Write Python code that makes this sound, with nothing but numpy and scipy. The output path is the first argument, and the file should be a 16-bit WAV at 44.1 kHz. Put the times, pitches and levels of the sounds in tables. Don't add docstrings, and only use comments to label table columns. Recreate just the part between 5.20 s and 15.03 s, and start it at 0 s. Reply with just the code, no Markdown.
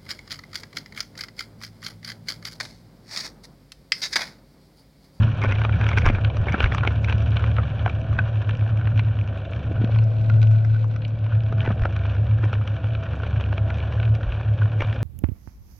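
import sys
import numpy as np
from scipy import signal
from scipy.fft import rfft, irfft, next_fast_len
from scipy.io import wavfile
from scipy.ndimage import map_coordinates

SR = 44100
rng = np.random.default_rng(int(sys.argv[2]) if len(sys.argv) > 2 else 0)


def store_pcm(level_fs):
    pcm = np.round(np.clip(level_fs, -1, 1) * 32767).astype(np.int16)
    wavfile.write(sys.argv[1], SR, np.atleast_2d(pcm).T)


N = 433499

# t/s, level/dB
HUM_SHAFT_X2 = [(0.0, -47), (0.13, -34), (0.71, -27), (0.82, -30.5), (2.161, -24.5), (3.26, -39),
                (3.94, -35.5), (5.45, -48), (6.949, -27), (7.56, -38.5), (8.21, -27), (9.28, -32),
                (9.64, -44), (9.83, -40)]
HUM_SHAFT_X3 = [(0.0, -20), (0.079, -17), (0.19, -57), (0.38, -19.5), (0.79, -23), (0.87, -34), (1.04, -21),
                (1.311, -28.5), (2.35, -20), (2.432, -27.5), (3.94, -20), (4.24, -41.5), (4.82, -14),
                (4.98, -20), (5.23, -12), (5.941, -24), (6.18, -19), (6.841, -35), (7.12, -18), (7.58, -32),
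                (7.72, -22), (7.88, -41), (8.43, -28), (8.51, -37), (8.93, -17), (9.06, -34), (9.331, -20),
                (9.46, -22), (9.53, -22), (9.62, -24), (9.83, -23)]
HUM_SECOND_ENGINE = [(0.0, -26), (0.3, -19.5), (0.41, -58), (0.57, -22.5), (0.63, -30), (1.119, -23),
                     (1.72, -45), (2.02, -27), (2.3, -32), (3.78, -23), (4.239, -31), (5.8, -48.5),
                     (5.89, -41), (6.069, -28.5), (7.34, -21), (7.86, -34), (8.43, -24), (8.65, -30),
                     (8.9, -30.5), (9.02, -39), (9.2, -30), (9.45, -19.5), (9.53, -34), (9.62, -21),
                     (9.83, -40)]
# shaft multiple, level/dB
OVERTONES = [(4, -45), (5, -50), (6, -53), (7, -54), (8, -56), (14, -56.5), (15, -59), (16, -55)]
# t/s, crackle/dB, wash/dB, rumble/dB
BACKGROUND = [(0.0, -36, -43, -20), (0.19, -41.5, -43, -27), (0.66, -39.5, -42.5, -26),
              (0.82, -40.5, -38.5, -24.5), (1.07, -42, -41.5, -27.5), (1.29, -40.5, -39, -21.5),
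              (1.45, -42.5, -43.5, -26), (1.91, -40.5, -41, -26), (4.08, -47, -44, -32),
              (4.54, -45, -42.5, -26.5), (5.17, -47.5, -41.5, -29.5), (5.83, -51, -48, -34),
              (6.21, -46.5, -47.5, -31.5), (6.54, -43.5, -42, -28.5), (7.39, -45, -45.5, -32),
              (8.73, -42.5, -41, -30), (9.36, -44, -43.5, -35.5), (9.83, -44.5, -41, -27)]
# f/Hz, density/dB
RUMBLE_SPECTRUM = [(20, -14.5), (45, -14), (62, -5.5), (90, 2.5), (125, 0), (160, -9.5), (300, -21),
                   (420, -37), (700, -120)]
WASH_SPECTRUM = [(150, -39), (300, -4), (450, -3.5), (520, 0.5), (650, -0.5), (780, -3.5), (870, -16),
                 (1200, -18), (2000, -31.5), (4000, -49), (9800, -48), (11200, -91.5)]
# t/s, length/s, level/dB
WHINES = [(0.797, 0.32, -47), (1.878, 0.23, -40.5), (2.698, 0.46, -47.5), (3.35, 0.29, -46.5),
          (4.01, 0.78, -50.5), (4.784, 0.76, -48), (6.096, 0.88, -46.5), (7.493, 0.6, -48),
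          (8.303, 0.68, -47)]
# t/s, level/dB
RASP_LEVEL = [(4.5, -49), (4.554, -50.5), (4.688, -52), (4.87, -61.5), (5.288, -50), (5.36, -56),
              (5.518, -56.5), (5.664, -68.5), (6.0, -60.5)]
# f/Hz, width/Hz, gain/dB
CASE_MODES = [
    [(413, 380, 1.5), (710, 655, 4.5)],
    [(1027, 270, -4), (1454, 170, 0), (1723, 480, 3)],
    [(2312, 202, -2.5), (2735, 782, 10.5), (3179, 1180, 11.5), (4480, 890, -8)],
    [(4720, 290, -6.5), (5464, 730, 6), (5940, 685, 7), (8650, 1600, -3.5)],
]
# t/s, level/dB, mid offset/dB, treble offset/dB
TICKS = [(0.1492, -38, -5, -22), (0.3837, -32, 8, -26), (0.437, -23.5, -1, -26), (0.5236, -32, 1, -27),
         (1.3227, -26.5, 1, -9), (1.5299, -27, -3.5, -19), (1.6077, -27, 7, -28), (1.981, -29, -6, -13.5),
         (2.0231, -35, -8, -9), (2.1059, -35, -6, -9), (2.144, -29.5, 2, -31), (2.207, -29, -3, -25),
         (2.263, -27, -6, -22), (2.314, -33, -6, -32), (2.366, -26.5, 7, -31), (2.4723, -42, -9, -23),
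         (2.814, -32, 2, -19), (2.9658, -40, 18, -37), (3.0543, -31.5, -2, -35), (3.103, -42, -3, -37),
         (3.1335, -41, -3, -31), (3.172, -33, -10, -37), (3.33, -35, -5.5, -25), (3.3703, -32.5, -5, -15),
         (3.3927, -31.5, 3, -21), (3.409, -28, -14, -36), (3.5065, -44, 5, -28), (3.5725, -29, 1, -20),
         (3.6549, -31, 5, -35), (3.7586, -33, 7.5, -25), (3.847, -30, -15, -26), (4.012, -30.5, -10, -25),
         (4.0754, -32.5, -2, -17.5), (4.1739, -25, -11, -37), (4.3158, -39, -10, -30),
         (4.362, -30, -7, -21), (4.742, -43, -5.5, -20), (4.7602, -30.5, 8, -26), (4.8396, -34, -5, -20),
         (5.2165, -26, -14, -24), (5.271, -33, -10, -21), (5.3124, -36, 3, -26), (5.88, -36, -5, -11),
         (5.9886, -38.5, -7, -16), (6.0418, -26, -12, -30), (6.205, -33, -7.5, -29), (6.2354, -35, 1, -14),
         (6.519, -29.5, -6, -28), (6.595, -33, 5, -24), (6.6355, -28.5, 11, -19), (6.6532, -22, 9.5, -33),
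         (6.725, -33, -9, -24), (6.791, -28, -9, -31), (6.865, -35, -5, -20.5), (7.249, -38, -7, -11),
         (7.4383, -38, -5, -19), (7.5007, -41, -6, -29), (7.7174, -44, -1, -32), (7.734, -30, -3, -30),
         (7.836, -36.5, 0, -11), (7.9617, -36, -8, -35), (8.107, -35, -6, -22), (8.1658, -39, -1, -30),
         (8.2386, -28, -3, -34), (8.338, -33, -5, -22), (8.5575, -36, 10, -28), (8.5845, -40, -15, -31),
         (8.6025, -27, -13, -37), (8.755, -37, -1, -37), (9.0282, -42, 0, -33), (9.103, -37, -15, -30),
         (9.195, -37, 2, -26), (9.338, -31, -4, -37), (9.4963, -42, -2, -35), (9.5913, -35.5, -4, -25),
         (9.685, -33.5, 4, -37), (9.7426, -32, -5, -14)]
# t/s, level/dB, f/Hz, t60/s
PLINKS = [(2.662, -12.5, 730, 0.028), (2.991, -17, 2540, 0.021), (2.992, -17.5, 1500, 0.046),
          (4.765, -31, 1476, 0.047), (5.101, -31, 1416, 0.091), (5.56, -34, 1500, 0.046),
          (9.42, -25, 1490, 0.051)]
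# t/s, level/dB, f/Hz, t60/s
BUMPS = [(0.237, -34, 203, 0.073), (0.269, -30.5, 36, 0.37), (0.849, -12.5, 32.6, 0.3),
         (0.9, -14.5, 243, 0.028), (1.19, -20, 33.5, 0.14), (1.342, -13, 200, 0.028),
         (1.437, -11.5, 49, 0.12), (2.386, -24, 593, 0.016), (2.989, -24, 780, 0.027),
         (4.512, -23, 340, 0.023), (4.615, -11, 242, 0.012), (4.641, -8, 220.9, 0.02),
         (4.695, -22.5, 590, 0.013), (6.477, -4, 344, 0.0051), (6.507, -19, 182, 0.046),
         (6.616, -11, 47.2, 0.07), (6.653, -24, 520, 0.016), (7.235, -29, 346, 0.032),
         (8.051, -34, 38.6, 0.18), (9.063, -19, 54, 0.24), (9.607, -22, 373, 0.016),
         (9.619, -19.5, 31.4, 0.088)]
# t/s, length/s, level/dB, ring f/Hz
SCRAPES = [(0.212, 0.064, -31, 2180), (0.279, 0.048, -33.5, 2460), (0.52, 0.035, -37, 2300),
           (0.613, 0.037, -40, 2440), (0.666, .09, -41, 2380), (0.764, 0.032, -26, 2450),
           (0.833, 0.077, -30.5, 2240), (0.92, 0.062, -37, 2390), (1.273, 0.031, -37, 2260),
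           (1.311, 0.052, -33, 2200), (1.376, 0.09, -33.5, 2730), (1.659, 0.026, -42, 2340),
           (1.871, 0.044, -29.5, 2530), (6.402, 0.03, -39.5, 2900), (6.44, 0.04, -38.5, 2030),
           (6.498, 0.025, -37.5, 1220), (7.218, 0.043, -39.5, 1530), (9.6, 0.048, -40, 2300)]
# t/s, level/dB, ring f/Hz, low offset/dB, upper offset/dB, treble offset/dB
SNAPS = [(0.032, -28, 1010, -10, 0.5, -24), (0.216, -18.5, 1236, -11, -12, -25.5),
         (0.237, -15.5, 1160, -17, -21, -26), (0.2458, -19, 1010, 1, -14, -28),
         (0.2559, -20, 1480, -7.5, -15, -34), (0.288, -28, 1540, 0, -3, -20),
         (0.3107, -21, 1480, -5.5, -6.5, -30), (0.3216, -11.5, 2150, -18, -24, -31.5),
         (0.3583, -22.5, 2470, -4.5, -21, -38), (0.416, -13, 1510, -10, -14.5, -33),
         (0.4486, -14.5, 1205, -7.5, -5.5, -36), (0.493, -19, 1460, -30, -18, -41.5),
         (0.6121, -13.5, 1570, -12, -23, -34), (0.641, -19.5, 2520, -8, -7.5, -28),
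         (0.665, -16.5, 1400, -9, -5, -28), (0.6889, -13, 2300, -22, -12, -21.5),
         (0.7143, -15, 1210, -20, -10, -41), (0.731, -18.5, 2200, -9.5, -18, -39),
         (0.775, -11, 2360, -10, -30, -31), (0.7828, -10.5, 2240, -23, -9, -18.5),
         (0.8178, -19, 2350, -15, -10, -27), (0.8548, -13.5, 1080, -19, -16, -31),
         (0.8617, -7, 1190, -14, -17, -23.5), (0.8732, -16.5, 1180, -11, -18.5, -32),
         (0.8871, -14, 2190, -24, -9, -29), (0.8987, -15, 2280, -6, -16, -30),
         (0.9356, -33, 1400, -16, -22, -24), (0.9841, -22, 1400, -3, -32, -44),
         (1.0467, -20.5, 1530, -19, 0.5, -33), (1.0994, -26.5, 2340, -5, -6, -39),
         (1.1682, -24.5, 1590, 0.5, -5.5, -19), (1.269, -25.5, 1420, 1, -21, -29),
         (1.2836, -14, 2220, -19, -21, -42), (1.2947, -19, 1490, -2, -23, -34),
         (1.342, -10, 1370, -5, -23, -52), (1.379, -20.5, 1090, -5, -14, -37),
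         (1.403, -12.5, 1430, -7, -2, -31), (1.427, -15, 1400, -11, -14, -28),
         (1.441, -8, 1500, -19, -11.5, -33), (1.4586, -15.5, 2210, -8, -23, -34),
         (1.521, -15.5, 1620, -2, -9, -35), (1.547, -12, 1230, -32, -14, -21),
         (1.5809, -14.5, 1200, -10, -3, -38), (1.6337, -10, 1350, -24, -25, -46),
         (1.6497, -16, 1240, -11, -13, -40), (1.6737, -11.5, 2160, -6, -7.5, -29),
         (1.8443, -19.5, 2370, -11, -4, -20), (1.8831, -21.5, 1900, -10, -22.5, -38),
         (1.8963, -19, 2450, -14, -4, -23.5), (1.9245, -15.5, 1510, -20, -8, -32),
         (2.0037, -39.5, 1600, -4, 10.5, -8), (2.1679, -22, 1400, -36, 3, -26.5),
         (2.2398, -17, 1430, -15, -14, -38), (2.3831, -15.5, 1270, -10.5, -21, -47),
         (2.395, -26, 1420, -15, -20.5, -38), (2.593, -27, 1450, -9, -2, -36),
         (2.651, -37, 2380, 11, -11, -50), (2.66, -11.5, 1595, -14, -18, -42),
         (2.6773, -16, 1410, -15, -15, -39), (2.6954, -24, 1230, -27, -3, -26.5),
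         (2.928, -24, 1180, -13, -33, -39), (2.9881, -7.5, 1510, -20.5, -18, -49),
         (3.2918, -21.5, 1650, -13, -4.5, -28.5), (3.3083, -32, 2370, -11, 4, -39),
         (3.3505, -31, 1380, -8, -5, -25.5), (3.612, -25.5, 1580, -17, -14, -45.5),
         (3.672, -21, 1460, -9, -10.5, -38), (3.775, -28.5, 1515, -13, 1, -24),
         (3.7927, -16.5, 2370, -24, -6, -32), (3.988, -27.5, 1380, -15, -9, -30),
         (4.2507, -31, 1420, -21, 2, -30), (4.333, -35.5, 1370, -13, 3.5, -22),
         (4.6444, -30, 1610, -9, 0, -19), (4.773, -41, 1220, -8, -8.5, -23),
         (4.7866, -27.5, 993, -17, -3, -27), (5.098, -20.5, 1490, -23.5, -16, -38),
         (5.2283, -27.5, 1470, -5.5, -3, -22.5), (5.448, -26.5, 1590, -11, -27, -28),
         (5.642, -26, 940, -15, -31, -34.5), (5.7614, -27, 1350, -12, -13.5, -29),
         (5.8492, -27, 2640, -25, -1.5, -43), (6.063, -32, 1045, -20, -4.5, -29),
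         (6.324, -24.5, 1370, -3.5, -13, -30), (6.4042, -27.5, 1620, -19, -2, -31.5),
         (6.4295, -31, 1740, -4, -18.5, -27), (6.451, -29.5, 1200, -5, -15, -20),
         (6.46, -23, 895, -8.5, -8, -36), (6.474, -19.5, 1530, -19, -16, -43),
         (6.5035, -21, 1300, 4, -24, -37), (6.6187, -21, 1470, -3.5, -10, -29),
         (6.6527, -14, 1390, -1.5, -16, -42), (6.7633, -23.5, 1490, -27.5, -3.5, -26),
         (6.8356, -35, 2370, -10, -6, -30), (6.95, -29.5, 1430, -2.5, -4.5, -25),
         (7.066, -34, 1680, -5, -0.5, -36), (7.232, -24.5, 1400, -12, -17, -40),
         (7.2401, -23, 1660, -5, -14, -38), (7.2542, -29, 993, -6, -12, -28),
         (7.329, -19, 1450, -6.5, -7.5, -30), (7.4114, -28.5, 1240, -13, -18, -36),
         (7.4746, -22, 1450, -25, -6.5, -25), (7.642, -25, 1380, -12, -14, -35),
         (7.75, -27.5, 1390, -24, -4, -33), (7.9327, -29, 1420, -10, -3, -30),
         (8.0323, -19.5, 1410, -9, -14, -53), (8.065, -29.5, 1400, -4, -7, -37),
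         (8.198, -26.5, 1150, -12.5, -12, -42), (8.209, -21.5, 1450, -11, -5.5, -28),
         (8.327, -20.5, 1410, -2, -8.5, -33), (8.3786, -23, 1360, -5, -3.5, -30),
         (8.5022, -22.5, 1460, -0.5, -8, -28), (8.7232, -26, 1460, -20, -5.5, -27),
         (8.799, -25, 1510, -14, -7, -43), (8.8284, -26.5, 1480, -17, -1, -41),
         (8.876, -28.5, 1470, -4, -12.5, -38), (8.95, -33.5, 1440, -8, 4.5, -12.5),
         (9.121, -21.5, 2540, -11, -10, -37), (9.2098, -27.5, 1340, -5, -9, -30),
         (9.417, -20.5, 1550, -18, -25, -43), (9.605, -17.5, 2180, -4, -10.5, -24),
         (9.62, -16, 1210, -9, -12, -32), (9.646, -30.5, 1430, 0, 1.5, -38),
         (9.7266, -23, 1580, -19, -6.5, -31)]
# f/Hz, gain/dB, lead/rad
PORT_RESPONSE = [(0, -1.6, 0), (900, -3, 1), (1200, -10, -.3), (1480, 2, .7), (1750, 1, 2.8), (2000, 10, 6),
                 (2250, 3, 5.4), (2700, 2.5, 7), (3000, -6, 6.5), (3400, 4, 5), (4200, 12, 5.8),
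                 (6300, 8, 8), (7100, 17, 8.4), (8600, 11, 8.4)]

CRACKLE_DRIVE_DB, TICK_DRIVE_DB = [-3, 3.5, 3, 16], [-2, 4, 17]
SCRAPE_DRIVE_DB, SNAP_DRIVE_DB = [1.5, 4.5, 1, -1], [8, -6.5, 8, 19]
SHAFT_HZ, SECOND_ENGINE_HZ = 36.5, 101.7
TIME_S = np.arange(N) / SR


def amp(db):
    return 10 ** (np.asarray(db) / 20)


def unit(x):
    return x / np.sqrt(np.mean(x ** 2) + 1e-20)


def curves(rows):
    t_s, *columns = np.transpose(rows)
    return [np.interp(TIME_S, t_s, column) for column in columns]


def wobble(rate_hz):
    knots = rng.standard_normal(int(N * rate_hz / SR) + 4)
    return map_coordinates(knots, [np.arange(N) * rate_hz / SR])


def filtered(x, response):
    size = next_fast_len(N + SR // 2)
    return irfft(rfft(x, size) * response(np.fft.rfftfreq(size, 1 / SR)), size)[..., :N]


def tone(hz, rms_db):
    return np.sqrt(2) * amp(rms_db) * np.sin(2 * np.pi * np.cumsum(hz) / SR)


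def noise(spectrum):
    hz, db = np.transpose(spectrum)
    colour = lambda f: amp(np.interp(np.log(f + 1), np.log(hz + 1), db))
    return unit(filtered(rng.standard_normal(N), colour))


def damped_sine(hz, width_hz, t_s):
    return np.exp(-np.pi * width_hz * t_s) * np.sin(2 * np.pi * hz * t_s)


def case_ring(drive):
    def response(f):
        modes = [sum((-1) ** k * amp(db) * 1j * f * SR / (2 * np.pi) / (hz**2 - f**2 + 1j * f * width_hz)
                     for k, (hz, width_hz, db) in enumerate(group)) for group in CASE_MODES]
        membrane = 1 / (1 + 1j * f / 4500) ** 3
        edge_hz = np.array([[1600], [3200], [7000], [14000]])
        rolloff = 1 / (1 - (f / edge_hz) ** 2 + 1.4j * f / edge_hz)
        return modes * membrane * rolloff
    return filtered(drive, response).sum(axis=0)


def water(rumble_db, wash_db):
    rumble = amp(rumble_db + 1.9 * wobble(8.7)) * noise(RUMBLE_SPECTRUM)
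    wash = amp(wash_db + 0.8 * wobble(8.9)) * noise(WASH_SPECTRUM)
    return rumble + wash


def engines():
    tones = (2 * SHAFT_HZ, HUM_SHAFT_X2), (3 * SHAFT_HZ, HUM_SHAFT_X3), (SECOND_ENGINE_HZ, HUM_SECOND_ENGINE)
    hum = sum(tone(hz * (1 + .004 * wobble(3)), curves(level)[0] + 1.1 * wobble(20))
              for hz, level in tones)
    shaft_hz = SHAFT_HZ + .25 * wobble(10)
    return hum + sum(tone(k * shaft_hz, db + 2.5 * wobble(5)) for k, db in OVERTONES)


def whine(start_hz=653.5, rise_hz=12, fade_s=0.11):
    waver_hz, flutter_db = 3 * wobble(25), 2.5 * wobble(14)
    out = np.zeros(N)
    for t_s, length_s, db in WHINES:
        age_s = TIME_S - t_s
        gate = np.clip(np.minimum(age_s, length_s - age_s) / fade_s, 0, 1)
        climb_hz = rise_hz * np.clip(age_s / length_s, 0, 1) ** 2
        out += gate * tone(start_hz + climb_hz + waver_hz, db + flutter_db)
    return out


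def rasp(hz=1481, width_hz=74, fade_s=.1):
    gate = np.clip(np.minimum(TIME_S - RASP_LEVEL[0][0], RASP_LEVEL[-1][0] - TIME_S) / fade_s, 0, 1)
    resonance = lambda f: (f * width_hz / (hz ** 2 - f * f + 1j * f * width_hz)) ** 2
    band = unit(filtered(rng.standard_normal(N), resonance))
    return gate * amp(curves(RASP_LEVEL)[0] + 3.5 * wobble(22)) * band


def far_crackle(level_db, clicks_per_s=250, treble_db=-25):
    when, size = rng.random((int(clicks_per_s * N / SR), 2)).T
    colour_db = 3.2 * rng.standard_normal((len(CASE_MODES), len(when)))
    size_db = -4.5 * np.log(size + .04)
    click_power = [np.bincount((when * N).astype(int), amp(size_db + db) ** 2, N) for db in colour_db]
    t_s = np.arange(SR // 20) / SR
    echoes = (1 - np.exp(-t_s / 0.00056)) * np.exp(-t_s / 0.0021) + 0.052 * np.exp(-t_s / 0.01)
    power = np.abs(signal.fftconvolve(click_power, echoes[None], axes=1)[:, :N])
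    drive = np.sqrt(power + 0.3 * np.mean(power)) * rng.standard_normal(power.shape)
    drive[-1] *= amp(treble_db)
    crackle = case_ring(amp(CRACKLE_DRIVE_DB)[:, None] * drive)
    notch = lambda f: 1 - .75j * f * 400 / (2040 ** 2 - f * f + 1j * f * 400)
    return amp(level_db + 1.4 * wobble(12)) * unit(filtered(crackle, notch))


def far_pips(crackle_db, offset_db=-31, pips_per_s=50, spread_db=3.5, decay_ms=.8):
    when, size = rng.random((int(pips_per_s * N / SR), 2)).T
    clicks = np.bincount((when * N).astype(int), amp(-spread_db * np.log(size + .01)), N)
    t_ms = np.arange(SR // 100) * 1000 / SR
    envelope = np.convolve(clicks, np.exp(-t_ms / decay_ms) + .1 * np.exp(-t_ms / 4))[:N]
    highpass = lambda f: (1j * f / 3500 / (1 + 1j * f / 3500)) ** 4
    band = lambda f: highpass(f) / (1 - (f / 6000) ** 2 + .8j * f / 6000) ** 2
    gain = amp(crackle_db + offset_db + 3 * wobble(6))
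    return gain * unit(filtered(envelope * rng.standard_normal(N), band))


def shrimp_ticks(decay_ms=1):
    t_ms = np.arange(SR // 50) * 1000 / SR
    envelope = np.exp(-t_ms / decay_ms) + 0.12 * np.exp(-t_ms / 6)
    drive = np.zeros((len(CASE_MODES), N + SR))
    for t_s, db, mid_db, treble_db in TICKS:
        burst = rng.standard_normal(len(t_ms)) * envelope
        gains = amp(db + np.add(TICK_DRIVE_DB, [mid_db, 0, treble_db]))
        start = round(t_s * SR)
        drive[1:, start:start + len(t_ms)] += gains[:, None] * burst / np.linalg.norm(burst)
    return case_ring(drive[:, :N])


def bubble_plinks(rise_s=0.00079):
    out, age_s = np.zeros(N + SR), np.arange(SR // 8) / SR
    for t_s, db, hz, t60_s in PLINKS:
        envelope = amp(db - 60 * age_s / t60_s) * (1 - np.exp(-age_s / rise_s))
        out[round(t_s * SR):][:len(age_s)] += envelope * np.sin(2 * np.pi * hz * age_s)
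    return out[:N]


def low_bumps(sag=0.28):
    out, age_s = np.zeros(N + SR), np.arange(SR // 2) / SR
    for t_s, db, hz, t60_s in BUMPS:
        swing = np.sin(2 * np.pi * hz * age_s * (1 - sag * age_s / (age_s + t60_s)))
        envelope = 2 * amp(db - 60 * age_s / t60_s) * (1 - np.exp(-3 * hz * age_s))
        out[round(t_s * SR):][:len(age_s)] += envelope * swing
    return out[:N]


def grip_scrapes(grains_per_s=2400, ring_width_hz=130, ring_db=-2):
    hits = rng.random(N) < grains_per_s / SR
    grains = hits * rng.standard_normal(N) * (.5 + rng.exponential(1, N))
    dull_skin = lambda f: 1 / (1 + (f / 3800) ** 6) + .12 / (1 + (f / 6800) ** 10)
    body = filtered(case_ring(amp(SCRAPE_DRIVE_DB)[:, None] * grains), dull_skin)
    out, age_s = np.zeros(N), np.arange(SR // 50) / SR
    for t_s, length_s, db, hz in SCRAPES:
        span = slice(round(t_s * SR), round((t_s + length_s) * SR))
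        ring = signal.lfilter(damped_sine(hz, ring_width_hz, age_s), 1, grains[span])
        crunch = unit(body[span]) + amp(ring_db) * unit(ring)
        out[span] += amp(db) * np.sqrt(np.hanning(len(crunch))) * crunch
    return out


def noise_spike(t_ms, rise_ms, decay_ms):
    return np.exp(-np.abs(t_ms) / np.where(t_ms < 0, rise_ms, decay_ms)) * rng.standard_normal(len(t_ms))


def near_snaps(peak_delay_ms=1.062, core=0.64, ring_width_hz=170, ring_db=-3.5, crack_db=-12, tip_db=-2.5):
    lead = SR // 50
    age_s = np.arange(SR // 12) / SR
    t_ms = 1000 * (age_s - lead / SR) - peak_delay_ms
    decay_ms = 2.8 * np.array([[.8], [.55], [.5], [.45], [.25]])
    rise = np.exp(-np.abs(t_ms) / (0.26 * decay_ms)) + 0.29 * np.exp(-np.abs(t_ms) / 6)
    fall = np.exp(-np.abs(t_ms) / decay_ms) + 0.16 * np.exp(-np.abs(t_ms) / 14)
    envelope = np.where(t_ms < 0, rise, fall)
    drive = np.zeros((len(CASE_MODES), N + SR))
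    rings, tips, cracks = np.zeros((3, N + SR))
    for t_s, db, hz, low_db, upper_db, treble_db in SNAPS:
        burst = rng.standard_normal(envelope.shape) * envelope
        burst /= np.linalg.norm(burst, axis=1)[:, None]
        burst[:, np.argmin(np.abs(t_ms))] += core * rng.choice([-1, 1])
        span = slice(round(t_s * SR), round(t_s * SR) + len(t_ms))
        gains = amp(db + np.add(SNAP_DRIVE_DB, [low_db, 0, upper_db, treble_db]))
        drive[:, span] += gains[:, None] * burst[1:]
        ring = signal.fftconvolve(burst[0], damped_sine(hz, ring_width_hz, age_s))[:len(t_ms)]
        rings[span] += amp(db + ring_db) * ring / np.abs(ring).max()
        tips[span] += amp(db + treble_db + tip_db) * noise_spike(t_ms, rise_ms=.6, decay_ms=1.6)
        cracks[span] += amp(db + crack_db) * noise_spike(t_ms, rise_ms=.7, decay_ms=1.1)
    ring_band = lambda f: 1 / (1 + (f / 3500) ** 6)
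    crack_band = lambda f: 3 / (1 + (700 / (f + 1)) ** 4) / (1 + (f / 2700) ** 8)
    tip_band = lambda f: 1 / (1 + (7200 / (f + 1)) ** 8) / (1 + (f / 10500) ** 8)
    heard = slice(lead, N + lead)
    return (case_ring(drive[:, heard]) + filtered(rings[heard], ring_band)
            + filtered(cracks[heard], crack_band) + filtered(tips[heard], tip_band))


def scene():
    crackle_db, wash_db, rumble_db = curves(BACKGROUND)
    first = engines() + whine() + water(rumble_db, wash_db) + far_crackle(crackle_db)
    first += near_snaps() + low_bumps() + shrimp_ticks() + rasp()
    first += far_pips(crackle_db) + grip_scrapes() + bubble_plinks()
    hz, db, lead_rad = np.transpose(PORT_RESPONSE)
    second = filtered(first, lambda f: amp(np.interp(f, hz, db)) * np.exp(1j * np.interp(f, hz, lead_rad)))
    return np.array([first, second])


def record(dry, open_s=4.576, rise_s=0.22, close_s=5.7, fall_db_per_s=35.5, top_hz=15600):
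    first, second = dry
    opening = 1 - np.exp(-np.maximum(TIME_S - open_s, 0) / rise_s)
    closing = amp(-fall_db_per_s * np.maximum(TIME_S - close_s, 0))
    right = first + opening * closing * (second - first)
    return filtered(np.array([first, right]), lambda f: (f < top_hz) / (1 + 1j * f / 11000) ** 4)


dry = scene()
out = record(dry)
store_pcm(out)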